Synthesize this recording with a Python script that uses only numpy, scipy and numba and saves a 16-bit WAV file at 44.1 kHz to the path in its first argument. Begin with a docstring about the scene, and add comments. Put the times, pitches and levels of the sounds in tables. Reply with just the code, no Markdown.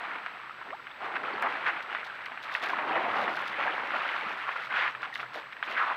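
"""Wild hogs in a muddy wallow

Hogs trot through a woodland mud pool, a few metres from a trail camera. Their legs churn the water
into clouds of small bubbles, their hooves slap and squelch, and their bodies throw splashes.
Dry leaves rustle on the bank. The camera's dull little microphone adds hiss, hum and a thin whine."""
import sys
import numpy as np
from scipy import signal
from scipy.fft import rfft, irfft
from scipy.io import wavfile
from scipy.ndimage import uniform_filter1d
from numba import njit

SR = 44100
rng = np.random.default_rng(int(sys.argv[2]) if len(sys.argv) > 2 else 0)


def file_out(sig):
    """Save sig as 16-bit WAV at sys.argv[1]."""
    # one column per channel
    cols = np.atleast_2d(sig).T
    # limit, then scale
    lim = np.clip(cols, -1, 1)
    pcm = np.round(lim * 32767).astype(np.int16)
    wavfile.write(sys.argv[1], SR, pcm)


N = 262836
T = np.arange(N) / SR


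def undb(db):
    """Turn decibels into a gain to multiply by."""
    return 10 ** (np.asarray(db) / 20)


def unit(x):
    """Scale a sound to an average (rms) level of 1."""
    return x / np.sqrt(np.mean(x ** 2))


def colour(x, tone):
    """Shape a sound with a (frequency [Hz], level [dB]) table, fading past its ends; rms 1."""
    hz, db = np.transpose(tone)
    freqs = np.maximum(np.fft.rfftfreq(len(x), 1 / SR), 1)
    gain = undb(np.interp(np.log(freqs), np.log(hz), db))
    ends = np.minimum(freqs / hz[0], 1) ** 2 * np.minimum(hz[-1] / freqs, 1) ** 4
    return unit(irfft(rfft(x) * gain * ends, len(x)))


def band(x, hz, spread, order=2):
    """Keep the frequencies from hz / spread to hz * spread."""
    edges = [hz / spread, min(hz * spread, SR / 2 - 1)]
    return signal.sosfilt(signal.butter(order, edges, "band", fs=SR, output="sos"), x)


def add(out, time, x):
    """Mix x into out, starting at a time in seconds."""
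    i = max(int(time * SR), 0)
    out[i:i + len(x)] += x[:max(len(out) - i, 0)]


def flutter(rate):
    """A random wobble of about 1 either way that heads for a new value `rate` times a second."""
    step = int(SR / rate)
    held = np.repeat(rng.standard_normal(N // 100), step)[:N]
    return 1.2 * uniform_filter1d(held, step)


def movements(rows, rise_s, fade_s):
    """Combined gain of (time [s], length [s], level [dB]) rows: each rises, holds and dies away."""
    power = 1e-12
    for time, length, db in rows:
        rise = np.clip((T - time) / rise_s, 0, 1) if time > .01 else 1
        fall = np.exp(-np.maximum(T - time - length, 0) / min(fade_s, length / 2))
        power = power + (undb(db) * rise * fall) ** 2
    return np.sqrt(power)


def sliding_note(age, first_hz, last_hz):
    """A pure tone that slides between two pitches as age goes from 0 to 1."""
    phase = np.cumsum(first_hz * (last_hz / first_hz) ** age) / SR
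    return np.sin(2 * np.pi * phase)


@njit
def ring(n, start, hz, cycles, size, glide):
    """Each bubble rings like a tiny bell, its pitch rising by the fraction `glide` as it fades."""
    out = np.zeros(n)
    for k in range(len(start)):
        life, phase, first = cycles[k] * SR / hz[k], 0., int(start[k])
        for i in range(min(int(life), n - first)):
            age = i / life
            phase += hz[k] * (1 + glide * age) / SR
            shape = np.exp(-5 * age) * (1 - np.exp(-3 * phase))
            out[first + i] += size[k] * shape * np.sin(2 * np.pi * phase)
    return out


def bubbles(n, hz, cycles, scatter_db, glide):
    """A cloud of bubbles of uneven strength, one for each pitch, spread in order over n samples."""
    when, life, strength, sign = rng.random((len(hz), 4)).T
    start = (np.arange(len(hz)) + when) * n / len(hz)
    size = undb(-scatter_db * np.log(strength + .02)) * np.sign(sign - .5)
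    return unit(ring(n, start, hz, cycles * 3 ** (2 * life - 1), size, float(glide)))


# The tone of the microphone's hiss: (frequency [Hz], relative level [dB])
HISS_TONE = [(25, -13), (55, -4), (100, -3), (250, 3), (1000, 0), (4000, -3), (8000, -30.5), (13000, -25.5),
             (16000, -31)]
# How loud the hum is over time: (time [s], level [dB])
HUM_LEVELS = [(0, -74), (4.3, -74.5), (4.8, -68), (5.3, -67.5), (5.6, -78)]


def camera_noise():
    """The camera adds steady hiss, a thin chopped whine, a low wavering hum and one sharp tick."""
    whine_hz, chop_hz, tick_time = 7796.5, 29.75, 1.424
    hiss = undb(-57.5) * colour(rng.standard_normal(N), HISS_TONE)
    chop = signal.square(2 * np.pi * chop_hz * T)
    whine = undb(-80.5) * unit(np.sin(2 * np.pi * whine_hz * T) * chop)
    hum_db = np.interp(T, *np.transpose(HUM_LEVELS))
    hum = undb(hum_db) * unit(band(rng.standard_normal(N), hz=127.6, spread=1.057))
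    out = hiss + whine + hum
    add(out, tick_time, undb(-25) * np.exp(-T[:SR // 100] / .00008))
    return out


# The tone of dry leaves: (frequency [Hz], relative level [dB])
LEAF_TONE = [(1500, -15), (3500, 15), (5500, -0.5), (8000, -15), (13000, -14.5), (16000, -26)]
# A hog pushes through the leaves on the bank: (time [s], length [s], level [dB])
LEAF_RUSTLES = [(2.43, 0.34, -61), (3.09, 0.41, -54), (3.55, 1.37, -58.5), (5.13, 0.1, -56.5),
                (5.63, 0.22, -58.5)]
# Twigs and leaves crushed underfoot: (time [s], fade time [s], level [dB])
LEAF_CRUNCHES = [(1.033, .05, -55), (1.5, .04, -57), (1.662, 0.06, -52.5), (1.823, 0.019, -50),
                 (2.038, 0.054, -50.5), (2.151, 0.011, -47), (2.256, 0.015, -48), (2.421, 0.04, -48.5),
                 (2.513, 0.1, -51), (2.621, 0.068, -42), (2.685, 0.055, -50), (5.018, 0.041, -52),
                 (5.132, 0.036, -48.5), (5.331, 0.1, -50), (5.71, 0.028, -52)]


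def dry_leaves():
    """Dry leaves crackle under passing hogs, with a short crunch where a hoof lands on them."""
    crackle = (rng.random(N) < 500 / SR) * rng.standard_normal(N)  # about 500 snaps a second
    gain = movements(LEAF_RUSTLES, rise_s=.018, fade_s=.037) * undb(2.5 * flutter(rate=45))
    for time, fade_s, db in LEAF_CRUNCHES:
        age = T[:int(2 * fade_s * SR)] / fade_s
        add(gain, time, undb(db) * np.minimum(age * 10, 1) * np.exp(-2 * age ** 2))
    return colour(unit(crackle) + .5 * rng.standard_normal(N), LEAF_TONE) * gain


# A hog wades or lunges; the deeper it sinks, the more low sloshing it makes:
# (time [s], length [s], level [dB], sloshing compared with that level [dB])
WADING_MOVES = [(0, 0.16, -38, -9), (0.195, 0.23, -46, -20), (0.642, 0.059, -49.5, 1.5),
                (0.984, 0.21, -39.5, -3.5), (1.21, 0.25, -36.5, -3.5), (1.462, 0.3, -35.5, -9),
                (1.873, 0.13, -37.5, -14.5), (2.037, 0.3, -42.5, -17.5), (2.424, 0.16, -39.5, -15),
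                (2.602, 0.15, -35.5, -7), (2.758, 0.1, -36.5, -0.5), (2.857, 0.41, -33, -1),
                (3.347, 0.26, -35.5, -12.5), (3.569, 0.17, -33, -7.5), (3.77, 0.16, -36, -7.5),
                (3.907, 0.27, -32, -15), (4.202, 0.13, -37, -8.5), (4.358, 0.26, -37, -24),
                (4.69, 0.14, -32, -15), (4.988, 0.087, -42, -9.5), (5.167, 0.064, -41.5, -7),
                (5.319, 0.077, -41, -9.5), (5.647, 0.093, -34, -10.5), (5.738, 0.18, -33, -17.5)]


def wading_levels():
    """How hard the surface and the deep water are stirred, in dB: quick to rise, slower to calm."""
    surface_rows = [(time, length, db) for time, length, db, _ in WADING_MOVES]
    deep_rows = [(time, length, db + slosh) for time, length, db, slosh in WADING_MOVES]
    # Gentle lapping lies underneath, because the pool never quite rests.
    surface = np.hypot(movements(surface_rows, rise_s=.03, fade_s=.12), undb(-47))
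    deep = np.hypot(movements(deep_rows, rise_s=.03, fade_s=.12), undb(-65.5))
    return 20 * np.log10(surface), 20 * np.log10(deep)


# The tone of the splashy surface: (frequency [Hz], relative level [dB])
WATER_TONE = [(200, -44), (450, -14), (750, -3.5), (1350, 6.5), (2000, 4), (2700, -1), (4000, -14),
              (5300, -27.5), (7500, -38), (12000, -41.5)]
# The tone of deep sloshing: (frequency [Hz], relative level [dB])
SLOSH_TONE = [(70, -32), (120, -19), (200, -7.5), (300, 0), (500, 3), (750, 11), (1200, 13)]


def churn(surface_db, slosh_db):
    """Legs whip up froth and fine bubbles; bodies plunging deep trap big, low-pitched ones."""
    fine = bubbles(N, rng.uniform(200, 6500, 40000), cycles=6, scatter_db=3.5, glide=.25)
    deep = bubbles(N, rng.uniform(90, 1100, 14000), cycles=2.5, scatter_db=2, glide=.2)
    froth = rng.standard_normal(N)
    surface = colour(fine + .8 * froth, WATER_TONE) * undb(surface_db - .47)
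    slosh = colour(deep, SLOSH_TONE) * undb(slosh_db)
    return surface * undb(.22 * flutter(rate=70)) + slosh


def plops(surface_db):
    """Larger bubbles burst at the surface, each singing a short rising note."""
    notes = bubbles(N, rng.uniform(501, 3005, 260), cycles=18, scatter_db=-.5, glide=.42)
    return colour(notes, WATER_TONE) * undb(surface_db - 11.5)


def glugs(slosh_db):
    """Air dragged under by the legs comes back up as low, rising glugs."""
    hz = np.exp(rng.uniform(np.log(150), np.log(1100), 420))
    notes = bubbles(N, hz, cycles=9, scatter_db=1.5, glide=.45)
    return colour(notes, SLOSH_TONE) * undb(slosh_db - 7.5)


def spatter(surface_db):
    """Flecks of mud land as short ticks, harder when the churning is strong."""
    ticks = (rng.random(N) < 160 / SR) * rng.uniform(-1, 1, N) ** 3  # about 160 a second
    return colour(ticks, WATER_TONE) * undb(.97 * surface_db - 15)


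# Water sucked into a hoof hole: (time [s], length [s], peak [dB], first pitch [Hz], last pitch [Hz])
HOLE_REFILL = (.701, .058, -36.5, 385, 1030)


def hoof_hole():
    """Water refills a deep hoof hole: one hollow note that swells and climbs as the space shrinks."""
    time, length, db, first_hz, last_hz = HOLE_REFILL
    out, age = np.zeros(N), np.linspace(0, 1, int(length * SR))
    add(out, time, undb(db) * np.sin(np.pi * age ** 2) * sliding_note(age, first_hz, last_hz))
    return out


# Pops and squelches in the mud: (time [s], length [s], level [dB], first pitch [Hz], last pitch [Hz])
AIR_POCKETS = [(0.508, 0.012, -34, 1260, 1340), (0.728, 0.015, -30.5, 1000, 1660),
               (0.796, 0.014, -36, 1370, 1420), (.868, 0.0055, -41, 2900, 3100),
               (.914, 0.0087, -43.5, 3400, 3750), (1.28, 0.022, -26.5, 1230, 1520),
               (1.337, 0.0065, -44, 4300, 4660), (2.098, 0.017, -31.5, 1700, 1260),
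               (2.733, 0.0093, -19, 1030, 990), (2.898, 0.028, -28, 950, 1070),
               (4.26, 0.039, -46, 188, 260), (5.126, 0.022, -33, 1900, 1780),
               (5.636, 0.0045, -30, 3220, 3500)]


def air_pockets():
    """Air pockets pop open, ring and slide in pitch as the mud closes on them."""
    out = np.zeros(N)
    for time, length, db, first_hz, last_hz in AIR_POCKETS:
        age = np.linspace(0, 1, int(length * SR))
        shape = np.minimum(age * 10, 1) * np.cos(np.pi * age / 2) ** 2
        add(out, time, undb(db) * shape * sliding_note(age, first_hz, last_hz))
    return out


# Thrown water falling back: (time [s], length [s], level [dB], first pitch [Hz], last pitch [Hz])
THROWN_WATER = [(.032, 0.034, -39.5, 1640, 1530), (1.043, 0.03, -36.5, 1380, 1410),
                (1.153, 0.023, -29, 1560, 1540), (1.424, 0.074, -28.5, 1190, 1300),
                (1.652, 0.067, -27, 1900, 1270), (1.948, 0.012, -33, 1740, 1510),
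                (2.625, 0.045, -32, 1920, 1530), (2.955, 0.033, -30, 603, 1320),
                (3.12, 0.11, -35.5, 1210, 1400), (3.932, 0.044, -31, 910, 1610),
                (4.025, 0.024, -37, 1280, 1500), (4.474, 0.025, -36.5, 1430, 1270),
                (4.735, 0.18, -29, 1990, 1560), (5.039, 0.025, -37.5, 1740, 2080),
                (5.194, 0.018, -33.5, 1580, 2000), (5.346, 0.058, -42, 687, 890),
                (5.522, 0.016, -39.5, 2020, 1930)]
# Hollow squelches and plunges: (time [s], length [s], level [dB], first pitch [Hz], last pitch [Hz])
HOLLOW_GULPS = [(.613, 0.026, -42, 1030, 1920), (3.652, 0.036, -31.5, 655, 1100),
                (5.765, 0.0935, -26.5, 1840, 1065), (5.86, 0.082, -32.5, 1080, 950)]


def splashes(rows, pitch_spread, cycles):
    """Each splash is a dense burst of bubbles whose size, and so their pitch, changes as it goes."""
    out = np.zeros(N)
    for time, length, db, first_hz, last_hz in rows:
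        n = int(length * SR)
        count = n // 4
        detune = np.exp(pitch_spread * np.clip(rng.standard_normal(count), -2, 2))
        hz = np.geomspace(first_hz, last_hz, count) * detune
        cloud = bubbles(n, hz, cycles, scatter_db=-.5, glide=.12)
        cloud = band(cloud, (first_hz + last_hz) / 2, spread=3.1)
        shape = np.interp(np.linspace(0, 1, n), [0, .18, .7, 1], [0, 1, 1, 0])  # rise, hold, fall
        add(out, time, undb(db) * unit(cloud) * shape)
    return out


# Hooves hitting the mud: (time [s], peak [dB], pitch [Hz])
HOOF_SLAPS = [(0.262, -21, 1660), (.495, -28, 1280), (0.614, -29.5, 1150), (0.706, -28, 1960),
              (0.869, -29.5, 1490), (1.045, -22.5, 1320), (1.14, -24, 1340), (1.425, -18.5, 1320),
              (1.949, -16.5, 1610), (2.261, -24.5, 2020), (2.319, -28, 1550), (2.375, -25.5, 1740),
              (2.495, -31, 1610), (2.55, -14, 1910), (2.571, -28, 1540), (2.695, -20, 1550),
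              (2.769, -23, 1350), (2.788, -18.5, 1420), (2.956, -16.5, 1350), (3.141, -27, 1290),
              (3.278, -17, 1340), (3.434, -30, 1550), (3.626, -24, 1600), (3.78, -19.5, 1120),
              (3.906, -20, 1370), (4.09, -21, 2180), (4.491, -17, 1160), (4.56, -21, 1280),
              (4.878, -17, 1750), (4.95, -23.5, 1740), (5.03, -21, 1530), (5.156, -21.5, 2000),
              (5.23, -25, 1400), (5.567, -31.5, 1730), (5.627, -16.5, 1600)]


def hoof_slaps():
    """A hoof claps a pocket of air that rings briefly at two pitches; a dull wet spray follows."""
    out, t = np.zeros(N), T[:SR // 10]
    for time, db, hz in HOOF_SLAPS:
        tones = np.sin(2 * np.pi * hz * t) + .5 * np.sin(2 * np.pi * 1.38 * hz * t)
        clap = tones * (np.exp(-t / .0011) - np.exp(-t / .0004))
        spray = .089 * np.exp(-t / .012) * colour(rng.standard_normal(len(t)), WATER_TONE)
        hit = band(clap + spray, .8 * hz, spread=3, order=3)
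        add(out, time, undb(db) * hit / np.abs(hit).max())
    return out


def scene():
    """Water, mud and leaves reach one microphone in the open air and join its own noise."""
    surface_db, slosh_db = wading_levels()
    water = churn(surface_db, slosh_db) + plops(surface_db) + glugs(slosh_db)
    water += splashes(THROWN_WATER, pitch_spread=.284, cycles=6.4)
    gulps = splashes(HOLLOW_GULPS, pitch_spread=.13, cycles=12)  # close, longer notes sound hollow
    mud = spatter(surface_db) + hoof_slaps() + air_pockets() + hoof_hole()
    return (water + gulps + mud + dry_leaves() + camera_noise())[None]


def record(dry):
    """The camera cuts off the very highest treble."""
    top_hz = 15750
    return signal.sosfilt(signal.ellip(10, .2, 70, top_hz, fs=SR, output="sos"), dry)


dry = scene()
out = record(dry)
file_out(out)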